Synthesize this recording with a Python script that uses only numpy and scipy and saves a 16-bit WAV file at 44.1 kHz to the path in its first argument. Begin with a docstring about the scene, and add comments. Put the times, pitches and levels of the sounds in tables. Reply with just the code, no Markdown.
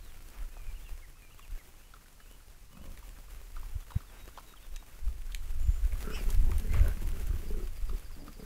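"""Wild pigs feed in a meadow at dusk, in soft noise of brushed grass, a hissy camera and a light breeze.
Songbirds whistle arched motifs from the trees; jaws smack and stalks snap as noise ringing in resonances.
Heavy steps shake the camera into low rumble. Past the middle it grows as a sow charges through the group:
rattling grunts from slow pulses, piglet squeals from rasping overtones, and a rush of grass as they scatter.
A run of falling bird chips ends it."""
import sys
import numpy as np
from scipy import signal
from scipy.fft import rfft, irfft
from scipy.io import wavfile
from scipy.ndimage import uniform_filter1d, map_coordinates

SR = 44100
rng = np.random.default_rng(int(sys.argv[2]) if len(sys.argv) > 2 else 0)


def persist_wave(psi):
    """Save psi, clipped to +-1, as 16-bit WAV."""
    counts = np.round(np.clip(psi, -1, 1) * 32767).astype(np.int16)
    wavfile.write(sys.argv[1], SR, np.atleast_2d(counts).T)


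N = 372636
TIME = np.arange(N) / SR

# How hard the animals stir the grass; the swish and the munching both follow it with their own offsets.
# Each row: time in seconds, stirring in dB.
STIRRING = [(0.0, -63), (0.87, -61.5), (1.13, -67), (1.55, -63), (1.76, -65), (2.73, -67), (2.94, -62.5),
            (4.94, -63.5), (5.65, -60.5), (6.16, -55.5), (6.35, -57.5), (6.9, -56.5), (8.24, -62),
            (8.45, -62.5)]


def gain_of(db):
    """Decibels to amplitude."""
    return 10 ** (np.asarray(db) / 20)


def evened(x):
    """Scales to rms 1."""
    return x / np.sqrt(np.mean(x ** 2) + 1e-20)


def struck(x):
    """Scales a hit so that its loudest millisecond has rms 1."""
    return x / np.sqrt(uniform_filter1d(x ** 2, size=SR // 1000).max() + 1e-20)


def add(mix, s, sound):
    """Mixes a sound in at a time in seconds."""
    part = mix[max(round(s * SR), 0):][:len(sound)]
    part += sound[:len(part)]


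def coloured(x, points):
    """Gives a signal a spectrum drawn through (Hz, dB) points on a log frequency axis, at rms 1."""
    hz, db = np.transpose(points)
    f = np.fft.rfftfreq(len(x), 1 / SR)
    curve_db = np.interp(np.log(f + 1), np.log(hz + 1), db)
    return evened(irfft(rfft(x) * gain_of(curve_db), len(x)))


def wander(size, per_s):
    """Random drift: normal values, per_s of them a second, joined by straight lines."""
    at = np.arange(size) * per_s / SR
    return map_coordinates(rng.standard_normal(size // 8 + 8), [at], order=1, mode="wrap")


def resonate(x, hz, width_hz):
    """A steep resonance: two equal two-pole stages."""
    r = np.exp(-np.pi * width_hz / SR)
    b = [1 - r, 0, r - 1]
    a = [1, -2 * r * np.cos(2 * np.pi * hz / SR), r * r]
    return signal.lfilter(b, a, signal.lfilter(b, a, x))


def swell(s, length, db):
    """Power that rises smoothly to its top at s and falls again."""
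    return s - length / 2, (gain_of(db) * np.hanning(int(length * SR))) ** 2


def steady_hiss():
    """Steady noise of the meadow and the camera."""
    # Colour of the hiss. Each row: frequency in Hz, relative density in dB per Hz.
    hiss_colour = [(40, -6.5), (100, 9.5), (250, -7), (550, -23), (850, -8.5), (1500, -16.5), (2900, -18.5),
                   (4000, -13), (9000, -14), (15500, -23.5)]
    return gain_of(-65) * coloured(rng.standard_normal(N), hiss_colour)


def breeze_and_rumble(lumpy_db=2.5, lumps_per_s=12, bed_upper_db=-13.5):
    """Low rumble of heavy steps shaking the camera, over a light breeze: a deep and an upper band of noise."""
    # Level of the bed under the rumble swells, before its lumpiness. Each row: time in seconds, level in dB.
    bed = [(0, -45.5), (.85, -47), (1.2, -52), (2.4, -54), (3.5, -43.5), (4.4, -49.5), (4.9, -51.5),
           (5.55, -33), (6.75, -32.5), (8.45, -42.5)]
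    # Rumble swells. Each row: top in seconds, length in seconds, level of the deep band in dB,
    # upper band relative to the deep band in dB.
    rumble_swells = [(0.429, 0.13, -32.5, -28), (0.69, 0.27, -36, -19), (0.936, .14, -36, -22),
                     (1.533, 0.14, -34, -19), (2.88, 0.32, -43, -10), (3.578, 0.11, -33.5, -32),
                     (3.757, 0.16, -35, -29), (4.736, 0.2, -35.5, -22), (5.069, 0.13, -25, -22),
                     (5.27, 0.9, -37.5, -37), (5.634, 0.43, -27, -17.5), (5.846, 0.094, -23.5, -15.5),
                     (5.94, 0.11, -31, -8), (6.269, 0.091, -22.5, -28), (6.417, 0.27, -19.5, -11),
                     (6.547, 0.17, -27, -3.5), (6.802, 0.36, -24, -4), (7.098, 0.39, -31.5, -7),
                     (7.305, 0.29, -30.5, -4), (7.546, 0.17, -30, -20), (7.85, 0.11, -28, -24),
                     (7.932, 0.13, -28.5, -15.5)]
    # Colour of the deep band. 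Each row: frequency in Hz, relative density in dB per Hz.
    deep_colour = [(8, -3), (20, 7), (31, 4.5), (55, -7.5), (75, -30.5), (110, -32), (300, -109)]
    # Colour of the upper band. Each row: frequency in Hz, relative density in dB per Hz.
    upper_colour = [(30, -49), (55, 1.5), (75, 4.5), (100, -10.5), (150, -22.5), (300, -30), (1000, -94)]
    bed_db = np.interp(TIME, *np.transpose(bed)) + lumpy_db * wander(N, lumps_per_s)
    deep_power = gain_of(bed_db) ** 2
    upper_power = deep_power * gain_of(bed_upper_db) ** 2
    for s, length, db, upper_db in rumble_swells:
        add(deep_power, *swell(s, length, db))
        add(upper_power, *swell(s, length, db + upper_db))
    out = np.zeros(N)
    for colour, power in ((deep_colour, deep_power), (upper_colour, upper_power)):
        noise = coloured(rng.standard_normal(N), colour)
        # level out the noise's own ups and downs, so that it follows the power curve
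        own_power = uniform_filter1d(noise ** 2, size=3000) + 0.023
        out += noise * np.sqrt(power / own_power)
    return out


def grass(blades_per_s=500, size_db=6.0, crackle_db=-5, flicker_db=1.91, swish_db=4):
    """Legs and snouts brush the grass: a swish with single blades ticking in it."""
    # Running legs sweep through the grass. Each row: top in seconds, length in seconds, level in dB.
    sweeps = [(6.015, 0.14, -53.5), (6.312, 0.32, -52), (6.548, 0.25, -51.5), (7.033, 0.33, -59)]
    # Colour of brushed grass. Each row: frequency in Hz, relative density in dB per Hz.
    grass_colour = [(100, 10), (400, 10), (800, 4.5), (1500, 5), (2700, 4), (3800, -2), (5500, -2),
                    (7300, -1), (8800, -3), (11000, -0.5), (12500, -0.5), (14200, -2), (16000, -0.5)]
    blade_sizes = gain_of(size_db * np.minimum(rng.exponential(1, N), 4))
    blades = blade_sizes * (rng.random(N) < blades_per_s / SR)
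    decay = np.exp(-1 / (0.00057 * SR))  # each tick dies away within a few milliseconds
    ticks = signal.lfilter([1], [1, -decay], blades) * rng.standard_normal(N)
    swish = rng.standard_normal(N) + gain_of(crackle_db) * evened(ticks)
    power = gain_of(swish_db + np.interp(TIME, *np.transpose(STIRRING))) ** 2
    for s, length, db in sweeps:
        add(power, *swell(s, length, db))
    return coloured(swish, grass_colour) * np.sqrt(power) * gain_of(flicker_db * wander(N, 55))


def whistle(hz, db, waver=0.0087):
    """A nearly pure bird tone along a pitch curve, unsteady after its way through the air."""
    phase = 2 * np.pi * np.cumsum(hz * (1 + waver * wander(len(hz), 326))) / SR
    fade = signal.windows.tukey(len(hz), .35)
    return gain_of(db) * evened(np.sin(phase) * fade)


def birds():
    """Repeated motifs, a thin warble and a run of falling chips from the edge of the wood."""
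    # Motifs by name, built of arched notes. Each row: start within the motif in seconds, length in seconds,
    # pitch at start, middle and end in Hz, level relative to the song in dB.
    motifs = {"slide": [(0.0026, .17, 4350, 3560, 2100, 1)], "drawl": [(0, .06, 2330, 2580, 2600, -1),
              (.045, .12, 2600, 2420, 2230, 0)], "flourish": [(0, .07, 2450, 2400, 2280, 0),
              (.085, .045, 2200, 2950, 2250, -1), (.13, .11, 2250, 3550, 2300, -6.5),
              (.2, .048, 2800, 2700, 2200, 3), (.365, .04, 2200, 2080, 1750, 3)],
              "dip": [(0, .05, 2830, 2980, 2850, 0), (.035, .06, 2680, 2540, 2900, 0),
              (.09, .07, 2840, 3000, 2880, 1)], "piping": [(0, .045, 3750, 3450, 3200, -2),
              (.11, .09, 3880, 3820, 3790, 0)], "hook": [(0, .02, 3480, 3200, 2950, 9),
              (.04, .07, 3050, 3680, 3280, -4)], "slur": [(0, .1, 2520, 2410, 2500, -2),
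              (.336, .066, 2180, 2350, 2750, -6)]}
    # When the birds sing. Each row: start in seconds, motif name, level in dB.
    song = [(0, "slide", -73), (.503, "drawl", -69.5), (.655, "flourish", -64.5), (1.133, "drawl", -74),
            (1.217, "flourish", -66), (1.735, "dip", -75), (2.199, "dip", -71.5), (2.71, "dip", -71.5),
            (3.253, "slur", -75), (3.8, "piping", -71.5), (4.07, "piping", -68), (4.345, "piping", -68),
            (4.564, "hook", -70.5), (4.625, "piping", -67.5)]
    # Thin warbled whistle. One row: start in seconds, length in seconds, pitch in Hz, swing in Hz,
    # warbles per second, level in dB.
    warble = (5.58, .23, 7150, 170, 23, -66)
    out = np.zeros(N)
    for s, motif, db in song:
        for after_s, length, first, middle, last, note_db in motifs[motif]:
            arch = np.polyfit([0, .5, 1], [first, middle, last], 2)
            pitch_hz = np.polyval(arch, np.linspace(0, 1, int(length * SR)))
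            add(out, s + after_s, whistle(pitch_hz, db + note_db))

    s, length, hz, swing_hz, per_s, db = warble
    t = np.arange(0, length, 1 / SR)
    add(out, s, whistle(hz + swing_hz * np.sin(2 * np.pi * per_s * t), db, waver=.016))

    # chips follow each other ever faster, towards a shortest gap from start to start
    chip_start_s, chip_length_s, chip_count, chip_db = 7.462, .0403, 11, -67
    chip_top_hz, chip_end_hz = 4950, 4580
    shortest_gap_s, extra_gap_s, quickening = .062, .1, .685
    s = chip_start_s
    for k in range(chip_count):
        falling_hz = np.linspace(chip_top_hz, chip_end_hz, int(chip_length_s * SR))
        add(out, s, whistle(falling_hz, chip_db, waver=.04))
        s += shortest_gap_s + extra_gap_s * quickening ** k
    return out


def smack(s, db, hz, attack_s=0.0014, t60=0.023, width_hz=420, wet_db=-10, jaw_db=-11):
    """Lips part with a short wet crackle that rings the mouth cavity."""
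    t = np.arange(SR // 12) / SR
    drive = rng.standard_normal(len(t)) * gain_of(-60 * t / t60) * (1 - np.exp(-t / attack_s))
    pop = struck(resonate(drive, hz, width_hz))
    pop += gain_of(wet_db) * struck(resonate(drive, 1900, 3300))
    pop += gain_of(jaw_db) * struck(resonate(drive, 570, 540))
    return s, gain_of(db) * struck(pop)


def chewing(count=110, munch_db=2.0, spread_db=3, middle_hz=1300, spread_octaves=0.61):
    """The rest of the herd munches softly at random moments, louder when the grass is stirred."""
    out = np.zeros(N)
    for place, size, tone in rng.random((count, 3)):
        s = place * N / SR
        db = np.interp(s, *np.transpose(STIRRING)) + munch_db + spread_db * (2 * size - 1)
        add(out, *smack(s, db, middle_hz * 2 ** (spread_octaves * (tone - .5))))
    return out


def snuffle(s, length, db):
    """A snout blows through the turf: a short breath of coloured noise."""
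    # Colour of the breath. Each row: frequency in Hz, relative density in dB per Hz.
    snout_colour = [(200, 2.5), (500, 5), (1400, 4.5), (2500, 0.5), (5000, -14.5)]
    size = int(length * SR)
    breath = coloured(rng.standard_normal(size), snout_colour)
    return s, gain_of(db) * evened(breath * signal.windows.tukey(size))


def snap(s, db, hz, t60, splinter_db=-20, splinter_t60=0.025, crack_db=5):
    """A stalk breaks with a sharp crack and its fibres tear after it; it also serves for bright, crisp smacks."""
    # What a stalk rings with. Each row: frequency in Hz, width in Hz, relative level in dB.
    stalk_modes = [(1940, 360, 5.5), (2860, 900, -25), (3900, 2500, 8), (5900, 3000, 12), (10760, 2600, 10)]
    t = np.arange(SR // 16) / SR
    crack = gain_of(-60 * t / t60)
    splinters = gain_of(splinter_db - 60 * t / splinter_t60)
    drive = rng.standard_normal(len(t)) * (crack + splinters)
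    ring = sum(gain_of(mode_db) * evened(resonate(drive, f, width)) for f, width, mode_db in stalk_modes)
    bright = evened(resonate(drive, hz, 0.81 * hz))
    return s, gain_of(db) * struck(evened(ring) + gain_of(crack_db) * bright)


def thump(s, db, hz):
    """One dull thud or knock, as from a heavy step, a swing or two long, peaking at s."""
    t = np.arange(-SR // 12, SR // 12) / SR
    thud = np.cos(2 * np.pi * hz * t) / np.cosh(4.23 * hz * t)
    return s + t[0], -gain_of(db) * thud * np.hanning(len(t))


def grunt(start, length, db, per_s, throat_hz, throat_db, mouth_hz, mouth_db, jitter=.1, uneven_db=3.0):
    """Slack folds flap slowly; each flap rings chest and throat, and its puff of air rasps in the mouth."""
    chest_hz, chest_width_hz, mouth_width_hz = 177.4, 112, 260
    throat_width_share = 0.21  # of the throat's frequency
    puff_share = .28  # decay time of a puff, as a share of one flap
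    all_rough_per_s = 135  # faster folds run rougher; at this rate only air noise is left
    size = int(length * SR)
    rough = np.clip(per_s / all_rough_per_s, 0, 1)
    turns = np.cumsum(per_s * (1 + jitter * rough * wander(size, 42))) / SR
    flaps = np.diff(np.floor(turns), prepend=-1) * gain_of(uneven_db * wander(size, 52.6))
    opening = rough ** 2 + np.exp(-(turns % 1) / puff_share)  # rough folds never quite close
    puffs = opening * rng.standard_normal(size)
    folds = np.sqrt(1 - rough) * evened(flaps) + np.sqrt(rough) * evened(puffs)
    effort = .5 + np.sin(np.linspace(0, np.pi, size))
    # silence at the end leaves room to ring out
    folds, air = (np.pad(x * effort, (0, SR // 20)) for x in (folds, puffs))
    voice = evened(resonate(folds, chest_hz, chest_width_hz))
    voice += gain_of(throat_db) * evened(resonate(folds, throat_hz, throat_width_share * throat_hz))
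    voice += gain_of(mouth_db) * evened(resonate(air, mouth_hz, mouth_width_hz))
    return start, gain_of(db) * evened(voice)


def squeal(rows, flutter_hz=370, sideband=0.82):
    """A tight voice; a slower vibration adds a line above each overtone, and roughness jitters it into rasp."""
    # Overtones in order from the fundamental. Each row: multiple of the pitch, level in dB.
    overtones = [(1, 4), (2, -0.5), (3, -7)]
    s, *columns = np.transpose(rows)
    t = np.arange(s[0], s[-1], 1 / SR)
    hz, db, rough = (np.interp(t, s, c) for c in columns)
    phase = 2 * np.pi * np.cumsum(hz * (1 + .07 * rough * wander(len(t), 1500))) / SR
    beat = 2 * np.pi * np.cumsum(flutter_hz * (1 + 0.086 * wander(len(t), 100))) / SR
    strain = np.clip(hz / 2500, 0, 1) ** 5  # the higher the voice, the stronger its overtones
    voice = np.zeros(len(t))
    for k, part_db in overtones:
        line = np.sin(k * phase) + sideband * strain * np.sin(k * phase + beat)
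        voice += gain_of(part_db) * strain ** (k - 1) * line
    return s[0], gain_of(db) * evened(voice) * signal.windows.tukey(len(t), .1)


def echo(x, t60, delay_s):
    """A diffuse return from the ground and the trees: decaying noise after a short delay."""
    t = np.arange(SR // 2) / SR
    tail = rng.standard_normal(len(t)) * gain_of(-60 * t / t60) * (t > delay_s)
    return signal.oaconvolve(x, tail / np.linalg.norm(tail))[:N]


def scene():
    """The herd close by, birds far off, breeze, rumble and hiss at the camera."""
    # Snuffling snouts. Each row: start in seconds, length in seconds, level in dB.
    snuffle_rows = [(0.297, 0.17, -61.5), (3.922, 0.077, -62), (4.095, 0.14, -60.5), (6.149, 0.057, -49.5),
                    (6.717, 0.099, -49.5), (6.834, 0.1, -55.5)]
    # Smacking jaws. Each row: start in seconds, level of the loudest millisecond in dB, mouth resonance in Hz.
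    smack_rows = [(0.565, -47, 745), (1.393, -49.5, 1060), (1.937, -45.5, 1230), (1.962, -54, 1230),
                  (2.058, -57, 1620), (2.201, -51, 1510), (2.769, -51, 1100), (3.027, -52, 910),
                  (3.564, -44, 1290), (3.574, -49, 1060), (3.63, -49.5, 950), (3.905, -45.5, 1220),
                  (3.917, -43.5, 885), (4.003, -49, 1200), (4.285, -50, 1270), (4.374, -39, 790),
                  (4.383, -41.5, 1060), (4.536, -49.5, 1220), (4.823, -50.5, 785), (5.921, -46, 2240),
                  (6.29, -44.5, 1040), (6.517, -42, 1170), (6.741, -40.5, 1120), (7.893, -44, 1120),
                  (8.278, -44, 1220)]
    # Snapping stalks and a few bright, crisp smacks. Each row: start in seconds, level of the loudest
    # millisecond in dB, crack resonance in Hz, time for the crack to fall by 60 dB in seconds.
    snap_rows = [(1.394, -50, 2500, .008), (2.9744, -47, 2150, 0.012), (4.2773, -48.5, 2240, 0.01),
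                 (4.373, -55, 2620, 0.023), (4.7612, -41.5, 5140, 0.0077), (4.7655, -44.5, 2660, 0.011),
                 (5.3207, -46.5, 2900, 0.032), (5.3475, -30.5, 2620, 0.0035), (6.3028, -39, 7500, .028),
                 (6.516, -40.5, 2050, .008), (6.5818, -38.5, 9800, .009), (6.5966, -42.5, 2760, .008),
                 (6.7353, -38, 2000, 0.014), (6.7973, -40.5, 2130, .008), (6.882, -37.5, 11000, .005),
                 (7.673, -47, 2490, .006)]
    # Dull thuds and knocks. Each row: time of the peak in seconds, peak level in dB, frequency in Hz.
    thump_rows = [(1.52, -28, 31.5), (3.762, -24, 55.5), (3.965, -17, 87.6), (4.279, -40, 370),
                  (5.69, -13.5, 51), (6.773, -19.5, 78), (6.819, -16.5, 56)]
    # Grunts. Each row: start in seconds, length without the ringing in seconds, level in dB, flaps per second,
    # throat in Hz, throat relative to the chest in dB, mouth in Hz, mouth relative to the chest in dB.
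    grunt_rows = [(2.707, 0.23, -58, 48.5, 550, -8.5, 1070, -12),
                  (6.041, 0.11, -46, 33, 422, -1.5, 1390, -4.5),
                  (6.159, .17, -52, 41, 382, -1.5, 1700, -19), (6.44, 0.11, -49.5, 38, 350, -4, 825, -11),
                  (6.569, 0.21, -50.5, 40, 411, -6.5, 1600, -15), (6.718, 0.18, -54, 74, 575, 16, 1110, 8),
                  (6.811, .12, -51, 59, 378, 3, 1540, 1.5), (6.944, 0.18, -52.5, 40, 305, -5.5, 900, -17),
                  (7.114, 0.12, -54, 56, 380, -3, 850, -28), (7.213, 0.32, -55.5, 33.5, 314, -4, 1210, -18),
                  (7.429, 0.19, -51.5, 26.3, 397, 2, 740, -21),
                  (7.537, 0.12, -50.5, 33, 357, 2.5, 1300, -14),
                  (7.887, 0.067, -53, 50, 371, 0.5, 1110, -16), (8.165, 0.15, -54, 71, 260, -2.5, 423, -7),
                  (8.364, 0.16, -51.5, 33, 427, -6, 656, -19)]
    # Squeals, one table each. Each row: time in seconds, pitch in Hz, level in dB, roughness (0 is clear, 1 hoarse).
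    squeal_tables = [
        [(6.105, 2400, -61, 0.15), (6.13, 2520, -53, .3), (6.15, 2640, -43.5, 0.8), (6.175, 2530, -52.5, 1.16),
         (6.205, 2370, -51.5, 0.25), (6.24, 2080, -69, .2)],
        [(6.69, 2056, -57, 0.44), (6.74, 2050, -55, 1), (6.78, 2150, -56, 0.6), (6.815, 2080, -61, 0.5)],
    ]

    herd, thumps = np.zeros(N), np.zeros(N)
    for source, rows in ((snuffle, snuffle_rows), (smack, smack_rows), (snap, snap_rows), (grunt, grunt_rows)):
        for row in rows:
            add(herd, *source(*row))
    for rows in squeal_tables:
        add(herd, *squeal(rows))
    for row in thump_rows:
        add(thumps, *thump(*row))
    herd += chewing()
    herd += gain_of(-13.5) * echo(herd, t60=0.21, delay_s=0.0061)
    song = birds()
    song += gain_of(-10.5) * echo(song, t60=0.7, delay_s=0.0083)
    return (herd + song + grass() + breeze_and_rumble() + thumps + steady_hiss())[None]


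def record(dry):
    """The camera's band limit: a steep low-pass that takes off the top treble."""
    edge_hz = 15700
    low_pass = signal.firwin(511, edge_hz, window=("kaiser", 9), fs=SR)
    return signal.oaconvolve(dry, low_pass[None], "same")


dry = scene()
out = record(dry)
persist_wave(out)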